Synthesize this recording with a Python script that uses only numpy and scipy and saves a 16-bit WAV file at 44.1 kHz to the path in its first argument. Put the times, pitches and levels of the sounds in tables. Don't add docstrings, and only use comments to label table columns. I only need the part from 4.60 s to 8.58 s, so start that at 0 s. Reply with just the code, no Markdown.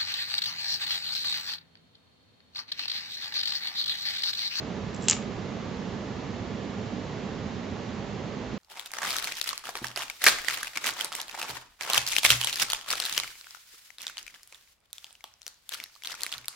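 import sys
import numpy as np
from scipy import signal
from scipy.fft import rfft, irfft, next_fast_len
from scipy.io import wavfile

SR = 44100
rng = np.random.default_rng(int(sys.argv[2]) if len(sys.argv) > 2 else 0)


def dump(signal):
    limited = np.clip(np.atleast_2d(signal).T, -1, 1)
    pcm = np.round(limited * 32767).astype(np.int16)
    wavfile.write(sys.argv[1], SR, pcm)


def invert_db(level):
    return 10 ** (np.asarray(level, dtype=float) / 20)


N = 175518

# f/Hz, level/dB per Hz
AIR_SPECTRUM = [(13, -49.5), (22, -27), (40, -15.5), (55, -8.5), (85, -6), (130, -4.5), (230, -3),
                (320, -8), (600, -9.5), (1000, -14.5), (1500, -19), (2200, -21), (4000, -25.5),
                (6300, -31.5), (7300, -34), (8000, -47), (10000, -81)]
# f/Hz, width/Hz, lift/dB
ROOM_RESONANCES = [(60, 8, 3.5), (94.5, 23, 6), (112, 14, 5), (146, 11, 5), (180.5, 14.5, 6),
                   (203.8, 18.5, 8), (251, 26.6, 5.5), (295, 9.6, 3.5), (416, 120, 5), (1146, 99, 2.5)]
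# f/Hz, correlation (ratio)
AIR_CORRELATION = [(60, 0.92), (160, 0.97), (430, 0.84), (1160, 0.54), (3110, 0.58), (8340, 0.33)]
# f/Hz, left minus right level/dB
AIR_BALANCE = [(60, -4.5), (160, -6.0), (430, -6), (1160, -4), (3110, -2), (8340, 0.5)]
# f/Hz, rms level/dB
WHINE_LEVELS = [(1100, -76), (1580, -75.5), (1720, -66.5), (2050, -65.5), (2200, -67.5), (2400, -79.5),
                (2700, -69), (3100, -75), (3700, -74.5), (4500, -76.5), (5500, -88.5), (6500, -78.5),
                (7200, -90)]
# t/s, peak level/dB, pitch shift (ratio)
DISC_CRACKS = [(.3457, -30.5, 1.0), (0.348, -41.5, 0.76), (0.3635, -36, 1.0), (0.413, -31, 1.3),
               (0.4234, -33, .97), (.425, -39, 1.0), (.4329, -32, 1.1), (.4412, -33, 1.0),
               (0.448, -35, 1.0), (.455, -35, .96), (0.46, -41, 1.0), (0.4656, -41, 1.0),
               (0.475, -32, 0.52), (0.477, -36.5, 1.2), (0.482, -25, 1.2), (.4842, -3, 1.01),
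               (0.4976, -1, .99), (0.5023, -16, 0.92), (0.5103, -4.5, 0.972), (0.5264, -19.5, 0.75)]
# f/Hz, width/Hz, level/dB
DISC_MODES = [(1200, 1400, -24.5), (2980, 256, -8), (4270, 300, -16), (4850, 270, -13), (6000, 600, -9),
              (6910, 450, -2), (7340, 600, -0.5), (8010, 350, -4.5)]
# t/s, rms level/dB
STRAIN_LEVELS = [(.34, -62), (.365, -59), (.395, -66), (.42, -53.5), (.481, -53), (.485, -27.5),
                 (.525, -33.5), (.54, -56), (.57, -60.5)]
# f/Hz, t60/s
ROOM_DECAY = [(1000, 0.34), (3000, 0.33), (8000, 0.24)]
# t/s, peak level/dB, f/Hz, width/Hz
SHARD_LANDINGS = [(.5192, -25, 2680, 1500), (0.5211, -18, 1810, 1300), (0.5316, -11, 2800, 4200),
                  (0.551, -32.5, 2310, 2500), (0.567, -27, 2000, 2500), (0.5734, -26, 3500, 4000),
                  (.6207, -33, 1820, 2490), (.6257, -28, 2400, 3000)]
# f/Hz, level/dB
TREBLE_EDGE = [(7500, 0), (8000, -11), (8400, -34.5), (8900, -55)]

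AIR_DB = -35
SHAFT_HZ = 74.87
WHINE_LEAN_DB, NEAR_LEAN_DB = -8, 0.5
SPLINTERS_PER_S, SPLINTER_SPREAD_DB = 5000, 2
SPLINTER_BLUR = 2.2
TABLE_ECHO_S, TABLE_ECHO_SPREAD_S, TABLE_ECHO_DB = 0.0019, 0.00065, -6
ROOM_DB, ROOM_SHARE = -9.5, 0.28
THUD_HZ, THUD_WIDTH_HZ, THUD_DB = 1246, 170, 1.5


def along(points, hz):
    f, value = np.transpose(points)
    return np.interp(np.log(hz + 1), np.log(f + 1), value)


def filtered(x, response):
    size = next_fast_len(x.shape[-1] + 8192)
    spectrum = rfft(x, size) * response(np.fft.rfftfreq(size, 1 / SR))
    return irfft(spectrum, size)[..., :x.shape[-1]]


def ring(peaks):
    def response(f):
        total = 0
        for k, (centre, width, db) in enumerate(peaks):
            mode = 1j * f * width / (centre * centre - f * f + 1j * f * width)
            total = total + (-1) ** k * invert_db(db) * mode
        return total
    return response


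def add_click(track, s, db, response):
    impulse = np.zeros(1024)
    impulse[0] = 1
    blip = filtered(impulse, response)
    track[round(s * SR):][:len(blip)] += invert_db(db) * blip / np.abs(blip).max()


def ventilation():
    def stereo_gain(f):
        lift = sum(db / (1 + (2 * (f - c) / w) ** 2) for c, w, db in ROOM_RESONANCES)
        angle = np.arccos(np.clip(along(AIR_CORRELATION, f), -1, 1)) / 2
        return invert_db(along(AIR_SPECTRUM, f) + lift) * np.array([np.cos(angle), np.sin(angle)])

    def balance(f):
        return invert_db(np.outer([0.5, -0.5], along(AIR_BALANCE, f)))

    mid, side = filtered(rng.standard_normal((2, N)), stereo_gain)
    pair = filtered(np.array([mid + side, mid - side]), balance)
    return invert_db(AIR_DB) * pair / np.std(pair.mean(axis=0))


def motor():
    hz = SHAFT_HZ * np.arange(15, 97, 2)
    draw = rng.standard_normal((len(hz), 4))
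    t = np.arange(N) / SR
    lean = [WHINE_LEAN_DB / 2, -WHINE_LEAN_DB / 2]
    db = along(WHINE_LEVELS, hz)[:, None] + 1.7 * draw[:, :2] + lean
    tones = np.sin(2 * np.pi * (np.outer(hz, t) + draw[:, 2:3]))
    return (np.sqrt(2) * invert_db(db)).T @ tones


def disc():
    out = np.zeros(SR)
    mixes = rng.standard_normal((len(DISC_CRACKS), len(DISC_MODES)))
    for (s, db, ratio), mix in zip(DISC_CRACKS, mixes):
        modes = [(c * ratio, w, g + 2.0 * m) for (c, w, g), m in zip(DISC_MODES, mix)]
        add_click(out, s, db, ring(modes))

    chance, size, sign = rng.random((3, SR))
    sizes = invert_db(-SPLINTER_SPREAD_DB * np.log(size + 1e-3))
    ticks = (chance < SPLINTERS_PER_S / SR) * np.sign(sign - 0.5) * sizes
    s, level = np.transpose(STRAIN_LEVELS)
    strain = invert_db(np.interp(np.arange(SR) / SR, s, level, left=-120, right=-120))
    blurred = ring([(c, SPLINTER_BLUR * w, g) for c, w, g in DISC_MODES])
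    return out + filtered(ticks * strain, blurred) / np.std(filtered(ticks, blurred))


def room(x):
    hz, t, bands = signal.stft(rng.standard_normal((3, SR // 2)), SR, nperseg=128)
    decay = invert_db(-60 * t / along(ROOM_DECAY, hz)[:, None])
    tails = signal.istft(bands * decay, SR, nperseg=128)[1]
    tail = np.sqrt(ROOM_SHARE) * tails[0] + np.sqrt(1 - ROOM_SHARE) * tails[1:]
    tail = tail / np.linalg.norm(tails[0])

    t = np.arange(tail.shape[1]) / SR
    grain = rng.standard_normal(len(t)) + 0.94 * rng.standard_normal((2, len(t)))
    echo = grain * np.exp(-((t - TABLE_ECHO_S) / TABLE_ECHO_SPREAD_S) ** 2)
    echo = invert_db(TABLE_ECHO_DB) * echo / np.linalg.norm(echo[0])
    answer = invert_db(ROOM_DB) * tail * (t > TABLE_ECHO_S) + echo
    return signal.fftconvolve(x[None], answer, axes=1)[:, :SR]


def shard():
    out = np.zeros(SR)
    thud = ring([(THUD_HZ, THUD_WIDTH_HZ, THUD_DB)])
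    for s, db, hz, width in SHARD_LANDINGS:
        knock = ring([(hz, width, 0)])
        add_click(out, s, db, lambda f: knock(f) ** 2 + thud(f))
    return out


def scene():
    near = disc() + shard()
    placed = near * invert_db([[NEAR_LEAN_DB / 2], [-NEAR_LEAN_DB / 2]])
    close = np.pad(placed + room(near), ((0, 0), (0, N - SR)))
    return close + ventilation() + motor()


def roll_off(x):
    return signal.sosfilt(signal.butter(12, 8940, fs=SR, output="sos"), x)


def record(dry):
    mix = filtered(dry, lambda f: invert_db(along(TREBLE_EDGE, f)))
    return roll_off(mix)


dry = scene()
out = record(dry)
dump(out)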